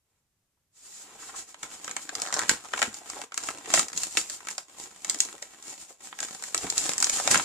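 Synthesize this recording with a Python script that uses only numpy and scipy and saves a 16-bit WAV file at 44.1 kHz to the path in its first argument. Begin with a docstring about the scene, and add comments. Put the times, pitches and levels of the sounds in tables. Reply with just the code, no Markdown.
"""Stick-slip friction and fracture on a cardboard box

Fingers pry open a perforated door of a cardboard box calendar, close to a phone in a small furnished room.
Skin and sleeve slide over the card: filtered noise, first smooth, then broken into stick-slip catches.
Perforations, creases and fibres snap: brief noise bursts ring the card edge, the panel and the hollow box.
Padded knocks and creaks are bursts around a pitch each; decaying reflections and a faint hiss surround all.
"""
import sys
import numpy as np
from scipy import signal
from scipy.fft import rfft, irfft
from scipy.io import wavfile

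SR = 44100
rng = np.random.default_rng(int(sys.argv[2]) if len(sys.argv) > 2 else 0)


def master_out(mix):
    """Clip the mix to full scale and print it as 16-bit PCM to the path in sys.argv[1]."""
    frames = np.transpose(np.atleast_2d(mix))
    ceiling = np.clip(frames, -1, 1)
    pcm = np.round(ceiling * 32767).astype(np.int16)
    wavfile.write(sys.argv[1], SR, pcm)


N = 328104
TIME = np.arange(N) / SR

# Event levels below are taken before the gains of each source, the room and the two ports.
# Strokes of skin, nail or sleeve along the card: start_s, length_s, surface_hiss_db, panel_scrape_db
STROKES = [(0.068, 0.12, -86, -82.5), (0.758, 0.28, -57, -72), (0.84, .18, -51.5, -63.5),
           (1.186, 0.11, -48, -55), (1.37, 0.02, -38.5, -49), (1.478, 0.016, -48.5, -53.5),
           (1.714, 0.029, -44, -47), (1.82, 0.12, -48.5, -50.5), (2.005, 0.029, -42, -47),
           (2.134, 0.14, -45.5, -47), (2.331, 0.12, -45, -40.5), (2.727, 0.14, -43, -48.5),
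           (2.951, 0.02, -42.5, -48), (3.058, 0.16, -47, -48.5), (3.403, 0.1, -43.5, -46),
           (3.455, .025, -39, -54), (3.556, 0.17, -56.5, -49.5), (3.687, 0.053, -37, -36),
           (3.958, 0.089, -36.5, -46.5), (4.082, 0.16, -44, -74), (4.293, 0.054, -39.5, -57),
           (4.488, 0.023, -42.5, -52), (4.779, 0.061, -44, -50), (5.026, 0.29, -50.5, -52.5),
           (5.498, 0.02, -54, -60), (5.642, 0.06, -49, -54), (5.692, 0.038, -44.5, -51.5),
           (5.791, 0.029, -44.5, -60), (5.887, 0.022, -49.5, -52.5), (6.041, 0.012, -40.5, -49.5),
           (6.2, 0.3, -49, -55), (6.445, 0.016, -40, -51), (6.54, 0.44, -43, -44.5),
           (6.62, 0.018, -35.5, -36.5), (6.759, 0.14, -34, -47.5), (6.993, 0.47, -36, -43),
           (7.112, 0.085, -31, -42.5), (7.237, 0.15, -36.5, -33.5)]
STROKE_ATTACK_S, STROKE_RELEASE_DB_PER_S = 0.012, 335
# Spells of resting fingers that never keep quite still: start_s, length_s
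HOLDS = [(1.003, .42), (1.586, 1.1), (2.63, 0.5), (3.37, 1.23), (4.682, 1.17), (5.998, 1.6)]
HOLD_HISS_DB, HOLD_SCRAPE_DB = -55.5, -56
# Rips, where a stretch of card gives way at once: start_s, length_s, surface_hiss_db, panel_scrape_db
RIPS = [(1.628, 0.0058, -40.5, -38.5), (2.494, 0.016, -28.5, -34), (2.82, .02, -40, -51),
        (3.741, 0.052, -24, -35), (4.172, 0.009, -27.5, -48), (5.204, 0.027, -42, -64),
        (5.42, 0.005, -44.5, -64), (6.228, 0.0076, -36, -62), (7.305, 0.038, -23.5, -29)]
RIP_ATTACK_S, RIP_RELEASE_DB_PER_S = 0.0013, 435
# Bumps and creaks of fingertips on the card and shifts of the box: start_s, level_db, pitch_hz, swell_s
NUDGES = [(0.57, -80, 900, .003), (1.085, -62, 1070, 0.0036), (1.147, -51, 645, 0.0028),
          (1.222, -45.5, 1210, 0.0033), (1.284, -42, 1210, 0.0049), (1.333, -40.5, 1090, 0.007),
          (2.116, -43, 660, 0.0054), (2.64, -41.5, 950, 0.0053), (2.825, -23.5, 1740, 0.001),
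          (2.87, -37, 175, 0.0037), (3.01, -47, 666, 0.0036), (3.162, -38.5, 720, 0.0036),
          (3.186, -40, 670, 0.0042), (3.526, -44, 507, 0.011), (3.671, -41, 533, .0025),
          (3.762, -39.5, 150, 0.0075), (3.863, -47, 620, .002), (3.946, -47, 145, 0.0027),
          (4.17, -24.5, 2430, 0.0012), (4.171, -34.5, 427, 0.0021), (5.156, -47, 487, .004),
          (5.246, -50, 400, 0.003), (5.336, -45.5, 517, 0.0045), (5.901, -48.5, 650, 0.0029),
          (6.628, -35.5, 154, 0.0065), (6.638, -33.5, 374, 0.0028), (6.872, -46, 260, 0.012),
          (7.30, -34, 137, 0.0025), (7.355, -34, 163, 0.0024)]
# Snaps of perforations and creases: start_s, edge_tick_db, panel_knock_db
CRACKS = [ (1.542, -49.5, -46.5), (1.629, -38, -38), (1.843, -39.5, -46.5), (1.877, -40, -36.5),
          (1.91, -36.5, -42.5), (1.964, -32, -33.5), (2.09, -39.5, -35.5), (2.151, -31, -41),
          (2.198, -39, -59), (2.217, -28.5, -51), (2.261, -43, -40), (2.324, -33.5, -32.5),
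          (2.339, -26, -44), (2.39, -26.5, -31), (2.415, -41, -38.5), (2.492, -18, -19.5),
          (2.734, -37.5, -26), (2.775, -40, -33.5), (2.79, -36, -35), (2.816, -27.5, -23.5),
          (2.826, -27.5, -24.5), (2.941, -40, -51), (3.098, -36, -42.5), (3.214, -40, -39.5),
          (3.319, -50, -41), (3.341, -37.5, -47), (3.375, -28, -33.5), (3.435, -37, -44.5),
          (3.485, -42, -31.5), (3.737, -18, -21.5), (3.773, -35, -26), (3.792, -21, -27), (3.882, -38, -52),
          (3.929, -39.5, -44), (3.974, -27.5, -52), (4.032, -28.5, -39.5), (4.17, -25, -28),
          (4.297, -35, -46.5), (4.403, -54, -47.5), (4.469, -41, -39.5), (4.484, -35, -38.5),
          (4.503, -40, -64), (4.579, -32.5, -38.5), (5.045, -33, -41), (5.096, -22.5, -40.5),
          (5.143, -36.5, -44.5), (5.186, -41, -67), (5.202, -18.5, -65), (5.249, -37.5, -49),
          (5.423, -38.5, -41), (5.624, -46.5, -62), (6.125, -63, -40.5), (6.187, -40, -39.5),
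          (6.202, -32, -44), (6.227, -35, -37.5), (6.283, -44.5, -46.5), (6.422, -40, -44.5),
          (6.436, -36, -41.5), (6.544, -24.5, -30), (6.576, -29.5, -67), (6.699, -25.5, -55),
          (6.778, -21.5, -42), (6.891, -30.5, -36.5), (6.933, -31.5, -41), (6.979, -26.5, -42),
          (7.001, -27, -51), (7.024, -21, -28.5), (7.042, -20.5, -58), (7.067, -31, -36.5),
          (7.095, -24, -35.5), (7.274, -24, -23.5), (7.311, -20.5, -29.5), (7.343, -25, -20.5),
          (7.354, -31, -22), (7.374, -25.5, -54), (7.395, -49, -27)]
# Around each crack the card strains and then slides free; levels are relative to the crack
STRAIN_S, SLIDE_S, SLIDE_RELEASE_DB_PER_S = 0.012, 0.018, 398
SLIDE_HISS_DB, SLIDE_SCRAPE_DB = -15, -12.5
# Tearing runs, where fibres give way one after another: start_s, end_s, first_level_db, last_level_db
RUNS = [(2.192, 2.311, -45, -40), (2.326, 2.436, -37, -34.5), (2.622, 2.654, -61, -58),
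        (2.837, 2.858, -56, -42), (7.142, 7.207, -55, -32)]

# Spectrum of the faint room rumble and hiss: frequency_hz, relative_level_db
FLOOR_SPECTRUM = [(25, -11), (60, -2), (120, -2.5), (220, -11), (600, -17.5), (4400, -24), (7300, -20),
                  (15000, -27)]
FLOOR_DB = -79.5  # rms before the two ports
# Spectrum of the card's hiss as the microphone hears it, with its resonance near 7.3 kHz:
# frequency_hz, relative_level_db
HISS_SPECTRUM = [(700, -11), (2000, -7.5), (3200, -6.5), (5000, -1.5), (6200, -0.5), (7000, 7.5), (7800, 4),
                 (8800, -2.5), (11000, -13), (14500, -30)]
# Spectrum of scraping carried by the panel: frequency_hz, relative_level_db
SCRAPE_SPECTRUM = [(25, -38), (50, -6), (85, 1), (150, 1), (280, 5), (400, 3), (650, 2), (1200, 3),
                   (1700, -0.5), (2400, 1.5), (4000, -3), (8000, -57)]
# Spectrum of fine hiss of skin on the glossy print: frequency_hz, relative_level_db
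SKIN_SPECTRUM = [(2000, -31), (6000, -7), (8000, -0.5), (11000, -1.5), (14500, -6.5)]
# Spectrum of the edge's tick as the microphone hears it, with its resonance near 7.4 kHz:
# frequency_hz, relative_level_db
EDGE_SPECTRUM = [(60, -20), (700, -27), (1800, -7), (3000, -6.5), (5000, 3.5), (6300, 5), (7400, 12),
                 (8600, -1.5), (11000, -10), (14500, -23.5)]
# Spectrum of the knock of the panel: frequency_hz, relative_level_db
PANEL_SPECTRUM = [(30, -34), (100, -24), (250, -9.5), (420, -12.5), (620, -2.5), (900, -3.5), (1250, 1.5),
                  (1650, 1.5), (2100, 2), (2700, -3), (4000, -6.5), (8000, -51)]
# Spectrum of snapping fibres: frequency_hz, relative_level_db
FIBRE_SPECTRUM = [(60, -60), (300, -7.5), (700, -1), (1200, -0.5), (1750, 0), (2500, -27), (4000, -9),
                  (7400, -7), (12000, -34)]
# Flexing modes of the box: frequency_hz, width_hz, lift_db
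BOX_MODES = [(139, 25, 4), (252, 30, 1.5), (380, 50, 2), (473, 40, 1.5), (873, 70, 1.5), (1392, 60, 1.5),
             (1608, 70, 2)]

# The nails take hold between these times; before that only a share of the grain is heard
GRIP_FROM_S, GRIP_FULL_S, GLIDE_GRAIN = 1.07, 2.15, 0.089
CEILING, TOP_HZ = 0.92, 14700  # limit of the soft clipping; upper band edge


def undb(db):
    """Level as amplitude: 20 dB is a factor of ten."""
    return 10 ** (np.asarray(db) / 20)


def unit(x):
    """Normalisation to rms 1."""
    return x / np.sqrt(np.mean(x ** 2))


def add(track, sound, s):
    """Superposition: a sound is summed into a track from a given second."""
    start = int(s * SR)
    track[:, start:start + sound.shape[1]] += sound[:, :N - start]


def response(points, modes=(), size=4096):
    """Minimum phase: a spectrum with resonances becomes a causal impulse response of energy 1."""
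    hz = np.maximum(np.fft.rfftfreq(size, 1 / SR), 1)
    at, level = np.transpose(points)
    db = np.interp(np.log(hz), np.log(at), level)
    for centre, width, lift in modes:
        db = db + lift / (1 + (2 * (hz - centre) / width) ** 2)
    # Folding the cepstrum onto positive times makes the response causal
    cepstrum = irfft(np.log(undb(db)))
    cepstrum[1:size // 2] *= 2
    cepstrum[size // 2 + 1:] = 0
    h = irfft(np.exp(rfft(cepstrum)))[:size // 2]
    return h / np.linalg.norm(h)


def ring(x, h):
    """Linear convolution: two channels excite an impulse response."""
    return signal.oaconvolve(x, np.atleast_2d(h), axes=1)[:, :x.shape[1]]


def walk(rate):
    """Slow fluctuation: random values, rate per second, joined by straight lines; spread near 1."""
    steps = rng.standard_normal(4096)
    return np.interp(TIME * rate, np.arange(len(steps)), steps)


def flap_modes(count=3):
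    """Flap resonance depends on where it is held: random modes of frequency_hz, width_hz, lift_db."""
    mode_hz = 420 * 4.5 ** rng.random(count)
    return [(hz, hz / 4, 4.5) for hz in mode_hz]


def shifting(x, responses, rate):
    """Constant-power cross-fading between responses as the hand moves."""
    weights = np.array([np.exp(1.5 * walk(rate)) for _ in responses])
    weights /= np.linalg.norm(weights, axis=0)
    return sum(ring(part * weight, h) for part, weight, h in zip(x, weights, responses))


def background():
    """Stationary noise: faint rumble and hiss of fixed spectrum."""
    noise = rng.standard_normal((2, N))
    return undb(FLOOR_DB) * unit(ring(noise, response(FLOOR_SPECTRUM)))


def friction(moves, attack_s, release_db_per_s):
    """Addition of power: the hiss and scrape of each move swell, hold and decay exponentially."""
    power = np.zeros((2, N))  # rows: hiss, scrape
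    for start, length, hiss_db, scrape_db in moves:
        lead_s = min(10 * attack_s, start)  # the swell begins ahead of the start
        age = np.arange(int((length + .5) * SR)) / SR - lead_s
        swell = .5 * (1 + np.tanh(.5 * age / attack_s))
        decay = undb(-release_db_per_s * np.maximum(age - length, 0))
        add(power, np.outer(undb([hiss_db, scrape_db]), swell * decay) ** 2, start - lead_s)
    return power


def sliding():
    """Summed friction power in dB: resting fingers, strokes, rips and the slide around each crack."""
    resting = [(start, length, HOLD_HISS_DB, HOLD_SCRAPE_DB) for start, length in HOLDS]
    freed = [(s, SLIDE_S, edge_db + SLIDE_HISS_DB, panel_db + SLIDE_SCRAPE_DB)
             for s, edge_db, panel_db in CRACKS]
    power = (friction(resting + STROKES, STROKE_ATTACK_S, STROKE_RELEASE_DB_PER_S)
             + friction(RIPS, RIP_ATTACK_S, RIP_RELEASE_DB_PER_S)
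             + friction(freed, STRAIN_S, SLIDE_RELEASE_DB_PER_S))
    return 10 * np.log10(power + 1e-12)


def slips(rate, spread_db, length_s):
    """Stick-slip: power of catches at random times, many small and a few large; mean 1."""
    chance = rng.random(N)
    strength = np.minimum(rng.exponential(size=N), 4)
    catches = (chance < rate / SR) * undb(spread_db * strength) ** 2
    # A double pole makes each catch swell and die away
    pole = np.exp(-1 / (length_s * SR))
    power = signal.lfilter([1], [1, -2 * pole, pole ** 2], catches)
    return power / power.mean()


def force(db, grain, catches, flutter_db=1.5):
    """Friction amplitude: steady sliding and stick-slip catches share the power."""
    grip = np.interp(TIME, [GRIP_FROM_S, GRIP_FULL_S], [GLIDE_GRAIN, 1])
    merging = np.interp(db, [-48, -28], [1, .7])  # under a hard pull the catches run together
    share = np.clip(grain * grip * merging, 0, 1)
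    return np.sqrt(1 - share + share * catches) * undb(db + flutter_db * walk(45))


def skin(surface_db, light_touch_db=-50, gain_db=-13, growth=.55):
    """Compressive growth: above a light touch the fine top hiss rises more slowly than the rest."""
    pressure_db = surface_db - light_touch_db
    db = light_touch_db + gain_db + np.minimum(pressure_db, growth * pressure_db)
    return ring(undb(db) * rng.standard_normal((2, N)), response(SKIN_SPECTRUM))


def rubbing(hiss_db=-1, scrape_db=-2.5, hiss_grain=0.47, scrape_grain=0.71, count=6):
    """Sliding friction: the hand glides smoothly, then the nails grip and the card catches and crackles."""
    surface_db, board_db = sliding()
    catches = slips(rate=230, spread_db=3.8, length_s=.00035)
    hiss_force = force(surface_db + hiss_db, hiss_grain, catches)
    hiss = ring(hiss_force * rng.standard_normal((2, N)), response(HISS_SPECTRUM))
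    # The panel rings differently for each way of holding the flap
    holds = [response(SCRAPE_SPECTRUM, BOX_MODES + flap_modes()) for _ in range(count)]
    scrape_force = force(board_db + scrape_db, scrape_grain, catches)
    drive = scrape_force * rng.standard_normal((count, 2, N))
    return hiss + shifting(drive, holds, rate=25) + skin(surface_db)


def burst(h, length_s, size=3200):
    """Impulsive excitation: noise swells and dies within moments and rings a response; rms 1 over 10 ms."""
    age = np.arange(size) / SR / length_s
    x = ring(rng.standard_normal((2, size)) * age ** 2 * np.exp(-age), h)
    return x / np.sqrt(np.sum(x ** 2, axis=1, keepdims=True) / (.01 * SR))


def nudges(gain_db=-2):
    """Damped impact: short, padded knocks and creaks, each a band of noise around its own pitch."""
    out = np.zeros((2, N))
    for s, db, hz, swell_s in NUDGES:
        knock = response([(hz / 6, -34), (hz / 2, -11), (hz * .8, 0),
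                          (hz * 1.2, 0), (hz * 2, -13), (hz * 10, -48)])
        add(out, undb(db + gain_db) * burst(knock, swell_s), s)
    return out


def cracks(edge_s=0.00064, panel_s=0.001, edge_gain_db=-1, panel_gain_db=-1):
    """Brittle fracture: each crack is a sharp tick of the edge and a slower knock of the panel."""
    out = np.zeros((2, N))
    edge = response(EDGE_SPECTRUM)
    onset_s = .3 / 343  # short delay before each crack sounds
    for s, edge_db, panel_db in CRACKS:
        panel = response(PANEL_SPECTRUM, BOX_MODES + flap_modes())
        tick = undb(edge_db + edge_gain_db) * burst(edge, edge_s)
        knock = undb(panel_db + panel_gain_db) * burst(panel, panel_s)
        add(out, tick + knock, s + onset_s)
    return out


def tearing(rate=115, snap_s=0.00048, scatter_db=3, gain_db=-1):
    """Progressive fracture: a loosely regular train of small snaps runs along the perforation."""
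    out = np.zeros((2, N))
    for start, end, first_db, last_db in RUNS:
        s = start
        while s < end:
            db = np.interp(s, [start, end], [first_db, last_db]) + scatter_db * rng.standard_normal()
            fibre = response(FIBRE_SPECTRUM, flap_modes())
            add(out, undb(db + gain_db) * burst(fibre, snap_s), s)
            s += rng.uniform(.6, 1.4) / rate
    return out


def echoes(db, t60, gap_s, size, count):
    """Diffuse reverberation: noise responses build up over gap_s and fall 60 dB in t60 seconds."""
    age = np.arange(size) / SR
    decay = undb(-60 * age / t60) * np.minimum(age / gap_s, 1) ** 2
    return undb(db) * decay / np.linalg.norm(decay) * rng.standard_normal((count, 2, size))


def room(x):
    """Reflection: quick, changing echoes from box, hands and body, and a furnished room's short tail."""
    near = echoes(db=-8, t60=.035, gap_s=.002, size=2000, count=10)
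    walls = echoes(db=-10.5, t60=0.21, gap_s=0.0066, size=13000, count=3)
    near_sound = shifting([x] * len(near), near, rate=12)
    wall_sound = shifting([x] * len(walls), walls, rate=3)
    return x + near_sound + wall_sound


def ports(x, apart_hz=1700, bass_side=0.24):
    """Spatial coherence: two close ports share the bass and differ in the treble (mid, side to left, right)."""
    mid, side = x
    highpass = signal.butter(1, apart_hz, "high", fs=SR, output="sos")
    treble = signal.sosfilt(highpass, side)
    side = treble + bass_side * (side - treble)
    return np.array([mid + side, mid - side])


def scene():
    """Superposition: the handled box in its room, over a faint steady hiss."""
    box = rubbing() + nudges() + cracks() + tearing()
    return ports(room(box) + background())


def record(dry):
    """Saturation and band limiting: the phone rounds the highest peaks and cuts the top."""
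    rounded = CEILING * np.tanh(dry / CEILING)
    lowpass = signal.ellip(8, .2, 70, TOP_HZ, fs=SR, output="sos")
    return signal.sosfilt(lowpass, rounded)


dry = scene()
out = record(dry)
master_out(out)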